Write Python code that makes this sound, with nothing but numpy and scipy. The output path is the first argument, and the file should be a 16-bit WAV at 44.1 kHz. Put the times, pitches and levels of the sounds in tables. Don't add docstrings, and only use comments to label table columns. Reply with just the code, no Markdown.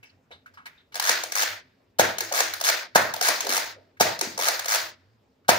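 import sys
import numpy as np
from scipy import signal
from scipy.fft import rfft, irfft
from scipy.io import wavfile
from scipy.ndimage import uniform_filter1d

SR = 44100
rng = np.random.default_rng(int(sys.argv[2]) if len(sys.argv) > 2 else 0)


def boost_factor(decibels):
    exponent = np.asarray(decibels, float) / 20
    return 10 ** exponent


def unload_wav(signal):
    wavfile.write(
        sys.argv[1],
        SR,
        np.round(np.clip(np.atleast_2d(signal).T, -1, 1) * 32767).astype(np.int16),
    )


N = 246078

# frequency in Hz, density in dB per Hz.
HOUSE_AIR = [(18, -45), (30, -22), (76, -2.5), (196, -4.5), (254, -3.5), (311, -14), (403, -5.5),
             (1040, -16), (6150, -29.5), (8810, -47), (14000, -38)]
# middle in seconds, level in dB, half length in seconds.
DRONE_SWELLS = [(0.001, -61, .03), (.17, -67, .04), (.36, -66, 0.039), (.53, -67, 0.054),
                (1.27, -71.5, 0.05), (1.53, -57.5, 0.037), (1.67, -73, .05), (2.25, -56.5, 0.054),
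                (2.53, -61.5, .07), (2.75, -67, 0.068), (3.17, -57.5, 0.029), (3.45, -70, 0.062),
                (3.77, -64, 0.099), (4.33, -64.5, 0.11), (4.6, -67, 0.032), (4.86, -67, 0.047),
                (5.08, -65, 0.13)]
# start in seconds, level in dB, ring in Hz, ring width in Hz, t60 in s.
CREAKS = [(0.027, -53.5, 2420, 485, 0.26), (.050, -63, 5250, 910, 0.21), (.095, -62, 2580, 500, 0.073),
          (.092, -64, 4600, 700, 0.086), (0.305, -48, 580, 300, 0.19), (0.311, -47.5, 1500, 1070, 0.19),
          (0.317, -53, 3670, 590, 0.22), (0.459, -43, 1500, 300, 0.11), (0.537, -65, 4940, 900, 0.15),
          (0.572, -44.5, 1250, 490, 0.22), (.664, -38.5, 1890, 397, 0.073),
          (0.657, -47.5, 4520, 1500, 0.051), (.664, -58, 3500, 495, 0.12), (0.774, -61.5, 3600, 464, 0.24),
          (.922, -57, 2940, 2000, 0.18), (3.968, -56.5, 1700, 504, .08), (5.446, -61.5, 1500, 585, 0.11)]
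# start in seconds, level in dB.
CREAK_TICKS = [(0.028, -55.5), (0.305, -66), (.319, -67), (0.458, -59), (.537, -61), (.571, -73),
               (0.655, -47), (0.662, -54), (0.92, -55.5), (3.968, -68.5)]
# time in seconds, crack in dB, hollow part in dB re crack.
SLIDE_KNOCKS = [(0.9437, -34.5, -9), (0.9554, -27, -6.5), (0.9653, -33.5, -2.5), (0.976, -34.5, -5.5),
                (0.9979, -19.5, -19.5), (1.2363, -25, -7.5), (1.3211, -25, -13), (2.1839, -21.5, -10),
                (2.2065, -21.5, -8.5), (2.324, -23, -7), (2.5373, -25, -18.5), (2.601, -34.5, -2),
                (2.612, -23, -6), (3.1385, -25, 0), (3.1625, -32.5, 4.5), (3.2118, -20, 1),
                (3.4065, -23, -10), (3.4484, -32, 1), (3.468, -25.5, -0.5), (4.191, -28, -2.5),
                (4.2115, -19, -3.8), (4.3776, -27, 3), (4.39, -26.5, 7), (4.5941, -24.5, -8),
                (4.6448, -33.5, 0), (4.6578, -25, -6), (4.675, -54, -10.5)]
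# first tooth in seconds, end stop in seconds, teeth (count),
# crowding of the teeth towards the end (0 to 1), tooth level in dB.
PULLS = [
    (1.024, 1.0942, 8, 0.76, -23.5),
    (2.3383, 2.404, 9, 0.18, -23.5),
    (3.225, 3.2855, 9, 0.2, -22.5),
    (4.399, 4.4845, 9, 0.33, -23),
]
# first tooth in seconds, end stop in seconds, tooth in dB, end stop in dB.
PUSHES = [
    (1.354, 1.422, -22.5, -18.5),
    (2.6397, 2.688, -22.5, -16.5),
    (3.492, 3.567, -21.5, -20.5),
    (4.6831, 4.7466, -22, -20),
]
# frequency in Hz, density in dB per Hz.
CRACK_COLOUR = [(900, 0), (2000, -7), (6000, -5.5), (16000, -5)]
# frequency in Hz, width in Hz, level in dB.
SHELL_MODES = [(1220, 46, -5), (1700, 130, -4.5), (2307, 150, -9), (3500, 93, 1), (4310, 140, -2.5),
               (4600, 73, -0.5), (5615, 490, -2.5), (6470, 590, -4), (9600, 310, -12)]
# frequency in Hz, width in Hz, level in dB.
CAVITY_MODES = [(480, 140, -6.5), (700, 78, 2.5), (923, 74, -1.5)]
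# start in seconds, level in dB, ring in Hz, width in Hz, t60 in s.
BUMPS = [(2.208, -41.5, 366, 200, 0.087), (2.311, -30.5, 670, 250, 0.14), (3.201, -41, 596, 250, 0.14),
         (3.430, -34, 493, 200, 0.32), (3.487, -45.5, 250, 100, 0.061), (3.759, -52.5, 493, 150, .08),
         (3.780, -51, 480, 150, 0.047), (4.213, -34, 374, 150, 0.12), (4.265, -40, 225, 80, 0.049),
         (4.37, -46.5, 700, 300, 0.14), (1.4, -48, 300, 120, 0.1), (1.095, -46.5, 310, 100, 0.12),
         (3.279, -44.5, 300, 122.3, 0.12)]
# pop in seconds, pop in dB, crack in dB, piston travel in seconds, rebound delay in seconds.
SHOTS = [
    (1.995, -3, -14.5, 0.0092, 0.01),
    (2.9565, -1.5, -16, 0.0078, 0.0042),
    (4.0084, -3, -15.5, 0.01, 0.008),
    (5.4902, -1.5, -12.5, 0.0094, 0.0094),
]
# frequency in Hz, level in dB, t60 in seconds.
BARREL_MODES = [(674, -0.5, 0.0084), (1500, -10, 0.0088), (200, -18.5, 0.028)]
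# delay in seconds, level in dB.
FIRST_REFLECTIONS = [
    [(.0011, -15.5), (.0027, -2), (.0046, -7.5)],
    [(.0008, -2.5), (.0021, -5.5), (.0039, -4)],
]
# frequency in Hz, left minus right in dB.
PORT_TILT = [(100, 1.5), (500, -.6), (1200, -1.1), (4000, 1.2), (8000, 3.3), (13000, 5.4)]
# frequency in Hz, left-right likeness (0 to 1).
LIKENESS = [(30, .4), (90, 1), (300, 0.82), (700, 0.23), (1400, 0.13), (3000, 0.42), (16000, 0.19)]
# frequency in Hz, echo in dB, t60 in seconds, gate closing in seconds, gate leak in dB.
HALL_TAIL = [(100, -20, 0.87, 0.17, -11.5), (300, -16, 0.44, 0.29, -12.5), (700, -20.5, 0.55, 0.19, -21.5),
             (2000, -10, 0.53, 0.21, -17), (5000, -13.5, 0.59, 0.2, -24.5), (9900, -12, 0.21, 0.18, -38.5),
             (16500, -20.5, 0.75, 0.17, -37)]
# frequency in Hz, width in Hz, level in dB.
HALL_MODES = [(102, 9.2, 3), (332, 12, 8), (480, 8.9, 5), (625, 60, 6.5), (665, 170, 2), (913, 13, 7),
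              (1700, 42, -4.5)]
# frequency in Hz, gain in dB.
GRILLE = [(900, 0), (1100, 0), (1700, 7), (2300, 3), (3000, -3.5), (4200, -1), (5500, -3), (6600, -3),
          (7600, -10), (9200, -5), (13500, -8.5), (14500, -4), (15600, 3.5), (16400, -15)]

AIR_DB, HUM_LINE_DB, HISS_DB = -67, -73.5, -92.5
DRONE_REST_DB = -85
BOOM_DELAY_S, BOOM_DB, BOOM_HALF_S = 0.065, -47.5, 0.058
TOOTH_JITTER_S, TOOTH_SCATTER_DB, TOOTH_GROWTH_DB = 0.0004, 1.16, 1
HOLLOW_FIRST_DB, HOLLOW_SAG_DB, HOLLOW_LAST_DB, HOLLOW_STOP_DB = -11.5, -4.5, -3.5, -4.5
PULL_STOP_DB, PUSH_TEETH = -14.5, 7
BOUNCE_S, BOUNCE_DB = 0.01, -1.5
SHELL_UNEVEN_DB = 3.0
RUSH_DB, REBOUND_DB = -20, -17
PORT_LAG = 10
GATE_STEEPNESS = 9
HALL_CLUMPS_DB, HALL_PATCHY_DB = 1.1, 1.2


def rms_one(x):
    return x / np.sqrt(np.mean(x ** 2) + 1e-20)


def at_hz(points, hz, column=1):
    points = np.array(points)
    return np.interp(np.log(hz), np.log(points[:, 0]), points[:, column])


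def coloured(x, points):
    size = 4096
    hz = np.maximum(np.arange(size // 2 + 1), 1) * SR / size
    cepstrum = irfft(np.log(boost_factor(at_hz(points, hz))))
    cepstrum[1:size // 2] *= 2
    cepstrum[size // 2 + 1:] = 0
    impulse = irfft(np.exp(rfft(cepstrum)))
    return signal.oaconvolve(x, impulse)[:len(x)]


def resonance(x, hz, width_hz):
    r = np.exp(-np.pi * width_hz / SR)
    feed = np.array([1, 0, -1]) * (1 - r * r) / 2
    return signal.lfilter(feed, [1, -2 * r * np.cos(2 * np.pi * hz / SR), r * r], x)


def half_octave(x, low, high):
    return signal.sosfilt(signal.butter(2, [low, high], "band", fs=SR, output="sos"), x)


def bursts(times, level_db, rise_s, t60):
    t = np.arange(int(2 * t60 * SR)) / SR
    shape = (1 - np.exp(-t / rise_s)) * boost_factor(-60 * t / t60)
    marks = np.zeros(N)
    marks[(np.asarray(times) * SR).astype(int)] = boost_factor(level_db)
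    return signal.oaconvolve(marks, shape / shape.max())[:N]


def wander(per_s):
    knots = np.arange(0, N + SR, SR / per_s)
    return np.interp(np.arange(N), knots, rng.standard_normal(len(knots)))


def diffuse_bands():
    edges = 30 * 2 ** np.arange(0, 9.6, 0.5)
    white = rng.standard_normal((2, 2, N))
    for k, (low, high) in enumerate(zip(edges, edges[1:])):
        hz = np.sqrt(low * high)
        mid, side = half_octave(white[k % 2], low, high)
        alike = np.clip(at_hz(LIKENESS, hz), 0, 1)
        yield hz, np.sqrt(1 + alike) * mid + np.sqrt(1 - alike) * side * [[1], [-1]]


def spot(s, db, hz, width_hz, t60, rise_s):
    out = bursts([s], db, rise_s, t60)
    i = slice(int(s * SR), int((s + 0.22) * SR))
    rub = rng.standard_normal(len(out[i]))
    out[i] *= rms_one(resonance(resonance(rub, hz, width_hz), hz, 2 * width_hz))
    return out


def plastic(crack, hollow):
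    bright = rms_one(coloured(rng.standard_normal(N), CRACK_COLOUR)) * crack
    bright += sum(boost_factor(db + 6.5 + SHELL_UNEVEN_DB * wander(90)) * resonance(bright, hz, width)
                  for hz, width, db in SHELL_MODES)
    contact = rng.standard_normal(N) * hollow
    cavity = 0
    for k, (hz, width, db) in enumerate(CAVITY_MODES):
        cavity = cavity + boost_factor(db) * resonance(contact, hz, width) * (-1) ** k
    bright = coloured(bright, [(300, -30), (900, 1)])
    cavity = coloured(cavity, [(250, -16.5), (500, 0.5)])
    return boost_factor(-3) * bright + boost_factor(14) * cavity


def drone_level():
    t = np.arange(0, N + 40, 40) / SR
    booms = [(shot[0] + BOOM_DELAY_S, BOOM_DB, BOOM_HALF_S) for shot in SHOTS]
    level = boost_factor(DRONE_REST_DB)
    for s, db, half_s in list(DRONE_SWELLS) + booms:
        level = level + boost_factor(db) * np.exp(-((t - s) / half_s) ** 2)
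    return np.interp(np.arange(N) / SR, t, level)


def house():
    air = sum(boost_factor(at_hz(HOUSE_AIR, hz) + 2.8 * wander(33)) * band for hz, band in diffuse_bands())
    pitch_hz = 99 + 7.0 * wander(20)
    drone = np.sqrt(2) * np.sin(2 * np.pi * np.cumsum(pitch_hz) / SR)
    drone = np.array([drone * boost_factor(-1.0), np.roll(drone, 3 * PORT_LAG) * boost_factor(0.9)])
    line = rms_one(resonance(rng.standard_normal(N), 261, 13))
    hiss = resonance(rng.standard_normal((2, N)), 15000, 1200)
    hiss = rms_one(resonance(hiss, 15000, 1200))
    still = boost_factor(AIR_DB) * rms_one(air) + boost_factor(HUM_LINE_DB) * line + boost_factor(HISS_DB) * hiss
    return still + drone_level() * drone


def handling():
    s, tick_db = np.transpose(CREAK_TICKS)
    ticks = plastic(bursts(s, tick_db, rise_s=0.0028, t60=0.088), 0)
    ticks = coloured(ticks, [(3000, 9.5), (6000, -4.5), (12000, 1)])
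    return sum(spot(*row, rise_s=0.0013) for row in CREAKS), ticks


def stroke(first, stop, count, tooth_db, stop_db, crowding):
    u = np.arange(count) / count
    chance = rng.standard_normal((count, 3))
    s = first + (stop - first) * (u + crowding * u * (1 - u))
    s = s + TOOTH_JITTER_S * chance[:, 0] * (u > 0)
    crack_db = tooth_db + TOOTH_GROWTH_DB * (u - 0.5) + TOOTH_SCATTER_DB * chance[:, 1]
    hollow_db = np.interp(u, [0, 1], [HOLLOW_FIRST_DB, HOLLOW_LAST_DB])
    hollow_db = hollow_db + HOLLOW_SAG_DB * np.sin(np.pi * u) + TOOTH_SCATTER_DB * chance[:, 2]
    return list(zip(s, crack_db, hollow_db)) + [(stop, stop_db, HOLLOW_STOP_DB)]


def slide_contacts():
    rows = list(SLIDE_KNOCKS)
    for first, stop, teeth, crowding, tooth_db in PULLS:
        rows += stroke(first, stop, round(teeth), tooth_db, PULL_STOP_DB, crowding)
    for first, stop, tooth_db, stop_db in PUSHES:
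        rows += stroke(first, stop, PUSH_TEETH, tooth_db, stop_db, crowding=0)
        rows += [(stop + BOUNCE_S, stop_db + BOUNCE_DB, HOLLOW_STOP_DB)]
    return rows


def ratchet():
    s, crack_db, hollow_db = np.transpose(slide_contacts())
    snap = bursts(s - 0.0008, crack_db, rise_s=0.0008, t60=0.013)
    hollow = bursts(s, crack_db + hollow_db - 2.0, rise_s=0.001, t60=0.021)
    return boost_factor(5) * plastic(snap, hollow)


def bumps():
    return sum(spot(*row, rise_s=0.019) for row in BUMPS)


def shots():
    s, pop_db, crack_db, travel, rebound = np.transpose(SHOTS)
    crack = bursts(s - travel, RUSH_DB, rise_s=0.0025, t60=0.1)
    crack += bursts(s, crack_db, rise_s=0.0004, t60=0.04)
    crack += bursts(s + rebound, REBOUND_DB - 3.5, rise_s=0.00073, t60=0.02)
    push = -bursts(s, pop_db, rise_s=0.00028, t60=0.0025) + 1e-18
    pop = 0
    for hz, db, t60 in BARREL_MODES:
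        width = 2 * np.log(1000) / (np.pi * t60)
        swing = resonance(resonance(push, hz, width), hz, width)
        pop = pop + boost_factor(db) * swing / np.abs(swing).max() * boost_factor(pop_db.max())
    knock = -bursts(s + rebound, REBOUND_DB, rise_s=0.0003, t60=0.00079) + 1e-18
    knock = resonance(knock, 950, 500)
    return pop + boost_factor(7.5) * knock + plastic(crack, boost_factor(0.5) * crack)


def ports(x):
    out = []
    bright = coloured(x, [(1000, -21), (3000, 1.0)])
    for sign, lag, echoes in zip([1, -1], [0, PORT_LAG], FIRST_REFLECTIONS):
        side = x + sum(boost_factor(db) * np.roll(bright, int(s * SR)) for s, db in echoes)
        tilt = [(hz, sign * db / 2) for hz, db in PORT_TILT]
        out.append(np.roll(coloured(side, tilt), lag))
    return np.array(out) * (np.arange(N) > 0.01 * SR)


def unsquashed(x, share):
    level = np.sqrt(uniform_filter1d(x ** 2, 300) + 1e-10)
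    return x * (level / boost_factor(-30.0)) ** share


def hall(x):
    out = 0
    step = 40
    clumps_db = HALL_CLUMPS_DB * wander(180)
    t = np.arange(int(0.9 * SR / step)) * step / SR
    build_up = 1 - np.exp(-(t / 0.008) ** 2)
    for hz, band in diffuse_bands():
        heard = half_octave(x, hz / 2 ** 0.25, hz * 2 ** 0.25)
        energy = uniform_filter1d(heard ** 2, step)[::step]
        echo_db, t60, shut_s, leak_db = [at_hz(HALL_TAIL, hz, column=k) for k in range(1, 5)]
        gate = boost_factor(-20 * (t / shut_s) ** GATE_STEEPNESS) + boost_factor(leak_db + 25 * t)
        fall = boost_factor(echo_db - 60 * t / t60) * gate * build_up
        level = np.sqrt(np.maximum(np.convolve(energy, fall ** 2)[:len(energy)], 0))
        level = np.interp(np.arange(N) / step, np.arange(len(level)), level)
        tilt = boost_factor(at_hz(PORT_TILT, hz) / 2 * np.array([[1], [-1]]))
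        flicker = boost_factor(clumps_db + HALL_PATCHY_DB * wander(40))
        out = out + level * rms_one(band) * tilt * flicker
    return out + sum((boost_factor(db) - 1) * resonance(out, hz, width) for hz, width, db in HALL_MODES)


def scene():
    behind = house()
    rings, ticks = handling()
    strokes = ratchet() + bumps()
    fire = shots()
    into_hall = coloured(unsquashed(strokes, share=0.15), [(800, -4.0), (1700, -6), (4000, -3)])
    into_hall = into_hall + coloured(fire, [(800, -4.5), (3000, -3.0)]) + boost_factor(-10) * ticks
    near = ports(strokes + fire + ticks) + hall(into_hall)
    return np.array([coloured(side, GRILLE) for side in near]) + ports(rings) + behind


def low_pass(x):
    return signal.sosfilt(signal.butter(12, 16810, fs=SR, output="sos"), x)


def record(dry):
    cut = signal.sosfilt(signal.cheby2(10, 60, 16700, fs=SR, output="sos"), dry)
    return low_pass(np.clip(cut, -1, 1))


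dry = scene()
out = record(dry)
unload_wav(out)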